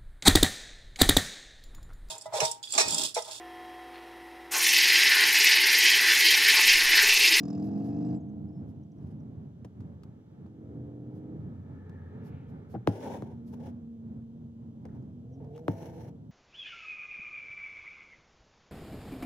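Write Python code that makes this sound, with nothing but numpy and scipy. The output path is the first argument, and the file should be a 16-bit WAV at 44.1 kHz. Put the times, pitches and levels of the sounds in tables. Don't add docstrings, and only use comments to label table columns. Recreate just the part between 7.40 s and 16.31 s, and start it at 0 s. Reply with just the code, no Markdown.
import sys
import numpy as np
from scipy import signal
from scipy.fft import rfft, irfft, next_fast_len
from scipy.io import wavfile
from scipy.ndimage import uniform_filter1d, map_coordinates

SR = 44100
rng = np.random.default_rng(int(sys.argv[2]) if len(sys.argv) > 2 else 0)


def inscribe(sig):
    pcm = np.round(np.clip(np.atleast_2d(sig).T, -1, 1) * 32767)
    wavfile.write(sys.argv[1], SR, pcm.astype(np.int16))


N = 392931
T = np.arange(N) / SR
PADDED = next_fast_len(N + SR // 10, real=True)
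FREQ = np.maximum(np.fft.rfftfreq(PADDED, 1 / SR), 1)
STREET_LAG_MS = .3

# time in seconds, engine cycles per second.
TWIN_SPEED = [(0, 20), (.136, 20.9), (.28, 22.5), (.6, 24.8), (.76, 25.8), (1.8, 23), (3.15, 22.9),
              (3.21, 23.2), (3.28, 24.1), (3.554, 24.3), (3.94, 26.6), (4.02, 26.6), (5, 24)]
# throttle opening and shutting in seconds, level in dB, drop on shutting in dB.
TWIN_GEARS = [(.06, .75, -30.6, 8.5), (3.33, 3.96, -45.3, 14)]
# frequency in Hz, relative level in dB.
EXHAUST_SPECTRA = [
    [(65, -49), (105, -15), (124, 0.5), (146, -4), (162, -8), (176, 2), (208, 2.5), (250, -6), (280, 2),
     (300, 4.5), (324, -4.5), (355, -19), (410, -15), (485, -13.5), (560, -30), (660, -16), (712, -13),
     (752, -28), (790, -20.5), (840, -25), (940, -35), (1600, -49.5), (2100, -55.5), (8000, -96.5)],
    [(55, -37), (122, 3), (160, -13), (205, -1.5), (232, -5), (262, -9), (295, 1.5), (320, 0), (360, -17),
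     (410, -7), (455, -13.5), (505, -10), (570, -26.5), (650, -19), (1500, -50), (3000, -73.5)],
]
# frequency in Hz, relative level in dB.
THROTTLE_HISS = [(1200, 3), (2700, -1), (3800, 0), (5100, 6), (7800, -4), (9000, -28.5)]
# frequency in Hz, ring time in seconds, level in dB, lift when near in dB.
METAL_MODES = [(1137, .004, -62, 13), (1640, 0.012, -67, -4), (2680, 0.0097, -67.5, 3),
               (3880, 0.003, -70.5, 8.5), (5030, 0.0076, -64.5, 14), (5850, .004, -72.5, 13),
               (6860, 0.0033, -72.5, 15.5)]

# frequency in Hz, relative level in dB.
RUMBLE_SPECTRUM = [(12, -86), (20, -50.5), (48, -30.5), (86, -0.5), (138, 0), (210, -4.5), (241, -4),
                   (367, -18), (410, -18.5), (472, -25), (513, -24), (802, -33), (2530, -59.5),
                   (13500, -82.5)]
TYRE_SPECTRUM = [(250, -25), (420, 4), (680, -17.5), (870, -9), (1020, -22), (1290, -16.5), (1500, -20),
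                 (1760, -21.5), (1960, -27), (2280, -27), (2650, -37.5), (4000, -40), (6000, -67)]
AIR_SPECTRUM = [(1000, -17.5), (3200, 5), (4500, -3.5), (6500, -2), (9000, -11.5), (13500, -9.5),
                (15500, -17.5)]
# centre in seconds, length in seconds, level in dB.
RUMBLE_SWELLS = [(1.0, .55, -47), (1.62, 0.16, -49), (2.0, 1.1, -52), (4.15, 0.45, -44.5),
                 (5.016, 0.48, -47.5), (5.8, 0.4, -46)]
# nearest moment in seconds, seconds to half amplitude, level in dB.
TYRE_PASSES = [(0, 0.38, -65), (2.85, 0.85, -66), (4.849, 0.72, -57.5)]

# centre and length in seconds, level in dB.
THREAD_SLIDES = [(0.254, .07, -70.5), (0.385, 0.04, -76), (0.466, 0.072, -71), (1.298, 0.039, -80),
                 (3.768, 0.057, -80.5), (4.869, 0.056, -72), (5.097, 0.038, -80.5), (5.323, 0.053, -72.5),
                 (6.085, 0.041, -72), (6.136, 0.04, -73)]
# arrival at full level, attack, hold and release in
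# seconds, level in dB, treble gain in dB (a taut thread rasps brighter).
THREAD_PULLS = [(1.664, 0.082, 0.054, 0.022, -68.5, 10), (5.35, 0.0067, 0.0033, 0.0053, -34, -46),
                (5.469, .001, 0.27, 0.082, -46.5, 4.5), (5.638, 0.023, 0.11, 0.034, -39.5, -2.5),
                (5.852, 0.022, 0.087, .015, -53.5, -8), (6.138, 0.0047, 0.0034, 0.0057, -44.5, 4),
                (6.2, 0.0031, 0.025, 0.025, -56.5, -5), (6.257, 0.05, 0.033, 0.011, -47, 0.5),
                (7.454, 0.0018, 0.004, 0.017, -47.5, -8), (7.558, 0.018, 0.011, 0.0073, -58.5, -3.5),
                (8.004, 0.0035, 0.06, 0.017, -54.5, -20), (8.152, 0.02, 0.041, 0.015, -60, 6.5),
                (8.298, 0.00092, 0.21, 0.046, -55, 6), (8.578, 0.052, .11, 0.011, -54, 6.5),
                (8.42, 0.076, 0.049, 0.012, -51.5, 7.5)]
# frequency in Hz, relative level in dB.
CLOTH_SPECTRUM = [(90, -24), (250, 12), (480, 9.5), (900, -1.5), (1130, -15), (1600, -17), (2600, -22),
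                  (3400, -24), (4500, -30), (6000, -27.5), (8700, -38), (10000, -33), (11500, -37.5),
                  (15500, -35)]
# centre and width in Hz, lift in dB with the thread at the back, at the front.
CLOTH_RESONANCES = [(515, 25, 3.5, 4), (881, 150, 9.5, 9.5), (1510, 110, 6, 6), (1760, 180, 5.5, 8),
                    (2200, 180, 5.5, 8), (2870, 270, 3, 5.5), (3400, 450, 5, 1), (4160, 200, 3.5, 9),
                    (5200, 600, 5, 2.5), (5830, 550, 4.5, 10), (6850, 610, 5, 3), (8100, 350, 6.5, 6),
                    (10050, 700, 8.5, 8.5), (11800, 270, 3.5, 2), (12850, 900, 4, 12.5)]
# time in seconds, pitch as a ratio.
CLOTH_TUNING = [(5.5, 0.92), (5.72, 1.05), (6.25, 0.98), (8.3, 1.0), (8.68, 0.99)]
# frequency in Hz, left minus right in dB.
HOOP_PAN = [(100, 1.5), (400, 0.5), (1200, 4.5), (2400, -1.5), (4400, 2), (8000, -3), (15000, -7)]
# centre and length in seconds, pitch and bandwidth in Hz,
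# glide in Hz per second, level in dB.
SQUEAKS = [(0.67, 0.042, 7700, 200, -6000, -79), (0.766, 0.035, 7600, 201, -7000, -76),
           (.81, 0.013, 6400, 402, 1, -80), (.895, .016, 6200, 300, 0, -84),
           (1.092, 0.013, 5150, 400, -20000, -82.5), (1.169, 0.076, 5330, 200, 1, -84),
           (1.435, 0.0098, 6030, 700, 1, -79.5), (1.52, .009, 5900, 904, 0, -79),
           (1.585, .009, 5770, 500, 0, -81), (1.804, .009, 5760, 596, 0, -79),
           (5.361, 0.015, 1220, 590, 0, -59), (7.456, 0.012, 1500, 800, 0, -68),
           (7.492, .008, 1500, 695, 0, -68), (7.525, 0.062, 1350, 746, 0, -75),
           (7.943, 0.035, 5830, 700, -9000, -79), (8.159, 0.026, 3100, 900, 0, -68)]

# start in seconds, level in dB, sharpness from 0 to 1,
# pitch of the drumming as a ratio, its relative level in dB.
NEEDLE_POPS = [(2.2472, -36.5, 0.35, 1.04, 4.5), (3.061, -48, 0.5, 1.1, 5), (5.3404, -33, 0.24, 1.06, 5),
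               (5.3532, -26, 0, 1.13, 7.5), (5.4737, -11, 0.79, 0.99, 2.5), (5.8222, -25.5, 0.37, 1.2, -4),
               (6.137, -39, 0.2, 0.78, -7), (7.4528, -42, 0.82, 0.82, 4), (7.566, -46, 0, 1.2, -4),
               (8.281, -15.5, 0.77, 0.977, 4.5)]
# frequency in Hz, relative level in dB, seconds to fall 60 dB.
DRUM_MODES = [(107, -11, 0.19), (180.5, -6, 0.097), (280.7, 3, 0.048), (452, -14, 0.049), (669, -12, 0.025)]
# start in seconds, relative level in dB, decay time in seconds.
TIP_TICKS = [(2.247, -42.5, 0.0051), (2.405, -53.5, 0.0086), (2.634, -46.5, 0.0057), (3.064, -61, 0.0058),
             (4.495, -48.5, 0.0032), (5.4742, -18, 0.00061), (5.822, -42.5, 0.0018), (7.454, -44.5, 0.0016),
             (7.626, -59.5, 0.0036), (8.046, -56, 0.0026), (8.162, -45.5, 0.003), (8.178, -44, 0.0026),
             (8.283, -36, 0.0021)]
# frequency in Hz, gain in dB.
TICK_SPECTRUM = [(200, -16.5), (900, 9.5), (2000, -4.5), (3500, -7), (5500, -7.5), (9000, -17),
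                 (15000, -22.5)]

# start in seconds, peak level in dB, frequency in Hz.
LOW_THUDS = [(3.408, -38.5, 116), (4.99, -37.5, 123)]
# time in seconds, frequency in Hz, relative level in dB.
BOOM_TRACK = [(4.18, 92.6, -52.5), (4.3, 89.5, -48.5), (4.5, 93.2, -48), (4.68, 87.2, -48),
              (4.76, 85.4, -77)]
# nearest moment in seconds, seconds to half amplitude, centre and half-width
# in Hz, level in dB.
TREAD_BANDS = [(4.62, 0.21, 1740, 89, -68), (4.45, 0.38, 1270, 51, -77), (4.96, 0.1, 2400, 680, -73)]
# time in seconds, firing rate in Hz, relative level in dB.
ENGINE_TRACK = [(5.75, 209.3, -49), (5.93, 228.8, -43), (6.2, 237.7, -42.5), (6.72, 225, -43.5),
                (7.0, 233.2, -46), (7.3, 226, -47.5), (7.62, 224.7, -55), (7.87, 249, -46.5),
                (8.02, 279.2, -44.5), (8.22, 321.4, -48), (8.44, 333.2, -49.5), (8.62, 322, -49),
                (8.75, 312.6, -60)]
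# multiple of the firing rate, gain in dB when cruising, and at full throttle.
ENGINE_ORDERS = [(.5, -15.5, -0.5), (1, -0.5, -7), (1.5, -31.5, -0.5), (2, -29, -4), (2.5, -40, -16.5)]
# frequency in Hz, relative level in dB.
RUSH_SPECTRUM = [(300, -31), (430, .5), (480, 3), (560, -16), (690, -5.5), (1000, -46), (3000, -65.5)]
# frequency in Hz, gain in dB.
CABIN_RESPONSE = [(112, -0.5), (128, 8), (160, -2), (235, 0), (272, -2), (298, -9.5), (328, 0.5),
                  (385, -8.5), (450, 7.5), (500, -3), (560, -12.5), (625, -11), (665, 5.5), (720, -1.5)]


def undb(db):
    return 10 ** (np.asarray(db) / 20)


def unit(x):
    return x / np.sqrt(np.mean(x ** 2))


def curve(rows, column=1):
    rows = np.array(rows)
    return np.interp(T, rows[:, 0], rows[:, column])


def swell(track, fade_s):
    start, end = track[0][0], track[-1][0]
    return undb(curve(track, 2)) * np.interp(T, [start - fade_s, start, end, end + fade_s], [0, 1, 1, 0])


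def hump(s, length):
    return np.exp(-np.minimum((2 * (T - s) / length) ** 2, 20))


def passing(s, half_s):
    return 1 / (1 + ((T - s) / half_s) ** 2)


def envelope(s, attack, hold, release):
    exponent = np.maximum(s - T, 0) / attack + np.maximum(T - s - hold, 0) / release
    return np.exp(-np.minimum(exponent, 20))


def response(points):
    hz, db = np.transpose(points)
    return undb(np.interp(np.log(FREQ), np.log(hz), db))


def resonance(hz, width):
    return 1 / (1 + (2 * (FREQ - hz) / width) ** 2)


def shape(x, gain):
    return irfft(rfft(x, PADDED) * gain, PADDED)[..., :N]


def body(x, points, size=2048):
    hz, db = np.transpose(points)
    bins_hz = np.arange(size + 1) * SR / (2 * size) + 1
    log_gain = np.log(undb(np.interp(np.log(bins_hz), np.log(hz), db)))
    cepstrum = irfft(log_gain)[:size]
    cepstrum[1:] *= 2
    impulse_response = irfft(np.exp(rfft(cepstrum, 2 * size)))[:size]
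    return signal.oaconvolve(x, impulse_response)[:N]


def noise():
    return rng.standard_normal(N)


def coloured(gain):
    return unit(shape(noise(), gain))


def walk(rate_hz):
    step = int(SR / rate_hz)
    return unit(uniform_filter1d(np.repeat(rng.standard_normal(N // step + 1), step), step)[:N])


def strikes(times, sizes):
    return np.bincount(np.clip(times * SR, 0, N - 1).astype(int), sizes, N)


def add(out, s, sound):
    start = int(s * SR)
    out[start:start + len(sound)] += sound[:N - start]


def ports(x, lag_ms, pan_db, limit_rad=1.26):
    delay = np.exp(-1j * limit_rad * np.tanh(2 * np.pi * FREQ * lag_ms / 1000 / limit_rad))
    return shape(x, np.array([undb(pan_db / 2) * delay, undb(-pan_db / 2) * np.ones(len(FREQ))]))


def ride(gear, approach_db_per_s=44, load_db_per_s=.5, recede_db_per_s=15.5, shut_s=.056):
    opens, shuts, db, drop_db = gear
    before, after = np.maximum(opens - T, 0), np.maximum(T - shuts, 0)
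    loaded = np.clip(T, opens, shuts) - opens
    shut = np.minimum(after / shut_s, 1)
    distance_db = approach_db_per_s * before + recede_db_per_s * after
    return undb(db + load_db_per_s * loaded - drop_db * shut - distance_db), 1 - shut


def firings(first_s=.003, second_phase=.572):
    cycles = np.cumsum(curve(TWIN_SPEED)) / SR
    starts = np.arange(int(cycles[-1]))
    return first_s + np.interp(np.concatenate([starts, starts + second_phase]), cycles, T)


def smear(spread_s, step_hz=45):
    knots = np.arange(0, 2000, step_hz)
    delays = spread_s * (rng.random(200)[:len(knots)] - .5)
    group_delay = np.interp(FREQ, knots, delays, right=0)
    return np.exp(-2j * np.pi * np.cumsum(group_delay) * SR / PADDED)


def v_twin(gear, exhaust, gas, spread_s, puff_s=.02, flow=.81, stumble_s=.0013, crossover_hz=740):
    gain, throttle = ride(gear)
    times = firings()
    pulse_scatter, burst_scatter, jitter = rng.standard_normal((len(times), 3)).T
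    times = times + stumble_s * jitter * np.interp(times, T, 1 - throttle)
    pulses = unit(strikes(times, undb(.8 * pulse_scatter)))
    bursts = strikes(times, undb(1.2 * burst_scatter))
    puffs = unit(noise() * signal.lfilter([1], [1, -np.exp(-1 / (puff_s * SR))], bursts))
    low = 1 / (1 + (FREQ / crossover_hz) ** 4)
    cabin = 1 / np.sqrt(1 + (105 / FREQ) ** 10)
    orders = shape(pulses, low ** .5 * cabin * smear(spread_s))
    rush = shape(puffs + flow * noise(), 1 - low)
    return unit(body(orders + gas * rush, exhaust, size=4096)) * gain


def rattle(gear, near_s=.21, scatter_db=2, detune=.025, scratch=.75, scratch_hz=500):
    out, t, times = np.zeros(N), T[:SR // 20], firings()
    for s in np.sort(times[times < gear[1]]):
        near = np.exp(-(s / near_s) ** 4)
        scatter = rng.standard_normal((len(METAL_MODES), 2))
        for (hz, ring_s, db, lift_db), (size, pitch) in zip(METAL_MODES, scatter):
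            tone = np.sin(2 * np.pi * hz * (1 + detune * pitch) * t)
            ring = t / ring_s * np.exp(1 - 2 * t / ring_s) * tone
            grit = unit(uniform_filter1d(rng.standard_normal(len(t)), int(SR / scratch_hz / 2)))
            add(out, s, undb(db + near * lift_db + scatter_db * size) * ring * unit(1 + scratch * grit))
    return out


def motorcycle(drone_hz=204.4, drone_width_hz=14, loaded_db=-17, coasting_db=-6):
    first, second = TWIN_GEARS
    near = undb(-1.5) * v_twin(first, EXHAUST_SPECTRA[0], gas=.61, spread_s=.022)
    far = undb(1) * v_twin(second, EXHAUST_SPECTRA[1], gas=.22, spread_s=.045)
    gain, throttle = ride(first)
    drone_gain = gain * undb(loaded_db * throttle + coasting_db * (1 - throttle))
    drone = drone_gain * coloured(resonance(drone_hz, drone_width_hz))
    hiss = undb(-45.5) * gain * throttle * coloured(response(THROTTLE_HISS))
    return (ports(near + hiss + rattle(first), lag_ms=.35, pan_db=.5)
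            + ports(drone, lag_ms=.7, pan_db=-7)
            + ports(far, lag_ms=.27, pan_db=-.5))


def traffic(bed_db=-46.5, air_db=-86, side_db=-19, wander_db=2.46):
    swells = sum((undb(db) * hump(s, length)) ** 2 for s, length, db in RUMBLE_SWELLS)
    tyre_power = sum((undb(db) * passing(s, half_s)) ** 2 for s, half_s, db in TYRE_PASSES)
    wander = wander_db * walk(11)
    rumble = np.sqrt(undb(bed_db) ** 2 + swells) * undb(wander)
    tyres = np.sqrt(tyre_power) * undb(wander / 2)
    spread = np.clip(FREQ / 1100, undb(side_db), .8)
    out = 0
    for points, gain in (RUMBLE_SPECTRUM, rumble), (TYRE_SPECTRUM, tyres), (AIR_SPECTRUM, undb(air_db)):
        colour = unit(response(points))
        common = ports(shape(noise(), colour), lag_ms=STREET_LAG_MS, pan_db=-1)
        side = shape(noise(), colour * spread)
        out = out + gain * (common + np.array([side, -side]))
    return out


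def thread_drive(jerk_db=-20.5, jerk_s=.035, catch_db=1, treble_catch_db=2.3):
    draws = [(undb(db) * envelope(s, attack, hold, release), undb(treble_db))
             for s, attack, hold, release, db, treble_db in THREAD_PULLS]
    draws += [(undb(db + jerk_db) * (T > s) * envelope(s, jerk_s, 0, jerk_s), sharp)
              for s, db, sharp, _, _ in NEEDLE_POPS]
    bass = np.sqrt(sum(gain ** 2 for gain, _ in draws))
    treble = np.sqrt(sum((gain * taut) ** 2 for gain, taut in draws))
    return bass * undb(catch_db * walk(60)), treble * undb(-treble_catch_db * walk(90))


def thread(slips_per_s=12000, twist_hz=360, front_from_s=7, waver=.008, treble_hz=1600, apart_hz=1200):
    bass_gain, treble_gain = thread_drive()
    slide = sum(undb(db) * hump(s, length) for s, length, db in THREAD_SLIDES)
    lifts_db = sum(np.array([[back_db], [front_db]]) * resonance(hz, width)
                   for hz, width, back_db, front_db in CLOTH_RESONANCES)
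    colours = np.array([unit(colour) for colour in response(CLOTH_SPECTRUM) * undb(lifts_db)])
    whisper_colour = response([(1500, -8.5), (5500, -2), (8500, -10.5), (12000, -2.5), (15500, -16)])
    face = np.array([T < front_from_s, T >= front_from_s])
    twist = 1 + .35 * np.sin(2 * np.pi * np.cumsum(twist_hz * (1 + .12 * walk(25))) / SR)
    read_at = np.cumsum(curve(CLOTH_TUNING) * (1 + waver * walk(14)))

    def patch():
        slips = (rng.random(N) < slips_per_s / SR) * noise() * undb(noise())
        ringing = shape(slips * twist * face, colours).sum(axis=0)
        rasp = unit(map_coordinates(ringing, [read_at], mode="mirror"))
        treble = shape(rasp, FREQ ** 2 / (FREQ ** 2 + treble_hz ** 2))
        return bass_gain * (rasp - treble) + treble_gain * treble + slide * coloured(whisper_colour)

    apart = FREQ / np.hypot(FREQ, apart_hz)
    mid = shape(patch(), 1 / np.hypot(1, apart))
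    side = shape(patch(), apart / np.hypot(1, apart))
    tilt = response(HOOP_PAN) ** .5
    return np.array([shape(mid + side, tilt), shape(mid - side, 1 / tilt)])


def squeaks():
    out, t = np.zeros(N), T[:SR // 5] - .1
    for s, length, hz, width, glide, db in SQUEAKS:
        lowpass = signal.butter(2, width / 2, fs=SR, output="sos")
        waver = signal.sosfilt(lowpass, rng.standard_normal((2, len(t))))
        carrier = np.exp(2j * np.pi * (hz + glide * t / 2) * t)
        grain = np.real((waver[0] + 1j * waver[1]) * carrier)
        add(out, s + t[0], undb(db) * unit(grain) * np.exp(-(2 * t / length) ** 2))
    return out


def pop(sharp, pitch, drum_db, turns=1.54, sweep_s=.0001763, fall_s=.004, rim_s=.0091):
    t = T[:SR // 2]

    def wave(age, rise_s, softness):
        age = np.maximum(age, 0)
        sweep = np.sin(2 * np.pi * turns * np.log1p(age / sweep_s))
        return sweep * (1 - np.exp(-age / rise_s)) ** softness * np.exp(-age / fall_s)

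    direct = 2.56 * wave(t, rise_s=.0024, softness=3 - 2 * sharp)
    echo = 3.517 * wave(t - rim_s, rise_s=.0054, softness=6.2)
    drum = sum(undb(db - 60 * t / t60) * np.sin(2 * np.pi * hz * pitch * t) for hz, db, t60 in DRUM_MODES)
    build_up = 1 - np.exp(-(t / .011) ** 2)
    return direct + echo + undb(drum_db) * drum * build_up


def needle():
    pops, ticks, t = np.zeros(N), np.zeros(N), T[:SR // 20]
    for s, db, sharp, pitch, drum_db in NEEDLE_POPS:
        add(pops, s, undb(db) * pop(sharp, pitch, drum_db))
    for s, db, ring_s in TIP_TICKS:
        add(ticks, s, undb(db) * rng.standard_normal(len(t)) * np.exp(-t / ring_s))
    pops = signal.sosfilt(signal.butter(3, 85, "high", fs=SR, output="sos"), pops)
    pan_db = 20 * np.log10(response(HOOP_PAN))
    return ports(pops + .73 * body(ticks, TICK_SPECTRUM), lag_ms=-.41, pan_db=pan_db)


def thuds(rise_s=.017):
    out, t = np.zeros(N), T[:SR // 4]
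    rise_and_fall = (t / rise_s * np.exp(1 - t / rise_s)) ** 2
    for s, db, hz in LOW_THUDS:
        add(out, s, undb(db) * rise_and_fall * np.sin(2 * np.pi * hz * t))
    return out


def boom():
    tone = np.sin(2 * np.pi * np.cumsum(curve(BOOM_TRACK)) / SR)
    return ports(undb(5) * tone * swell(BOOM_TRACK, fade_s=.058), lag_ms=STREET_LAG_MS, pan_db=-.5)


def tread():
    song = sum(coloured(resonance(hz, 2 * half_width) ** 1.1) * undb(db) * passing(s, half_s)
               for s, half_s, hz, half_width, db in TREAD_BANDS)
    return ports(song, lag_ms=.095, pan_db=3)


def smooth_engine(cruise_hz=225.6, full_throttle_hz=317, rough=.13, strain=.14):
    firing_hz = curve(ENGINE_TRACK)
    throttle = .79 * np.clip((firing_hz - cruise_hz) / (full_throttle_hz - cruise_hz), 0, 1) ** .83
    jitter = (.004 + .0084 * throttle) * walk(30)
    phase = 2 * np.pi * np.cumsum(firing_hz * (1 + jitter)) / SR
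    hum = 0
    for order, cruise_db, full_db in ENGINE_ORDERS:
        flutter = 1 + (rough + strain * throttle) * walk(30)
        hum = hum + undb(cruise_db + throttle * (full_db - cruise_db)) * flutter * np.sin(order * phase)
    rush = undb(-5) * throttle * coloured(response(RUSH_SPECTRUM))
    motor = undb(2) * shape(hum, response(CABIN_RESPONSE)) + rush
    return ports(motor * swell(ENGINE_TRACK, fade_s=.07), lag_ms=STREET_LAG_MS, pan_db=-.5)


def scene():
    return (needle() + thread() + motorcycle() + smooth_engine() + boom()
            + traffic() + tread() + squeaks() + thuds())


def record(dry, top_hz=15800):
    return signal.sosfilt(signal.ellip(10, .1, 70, top_hz, fs=SR, output="sos"), dry)


dry = scene()
out = record(dry)
inscribe(out)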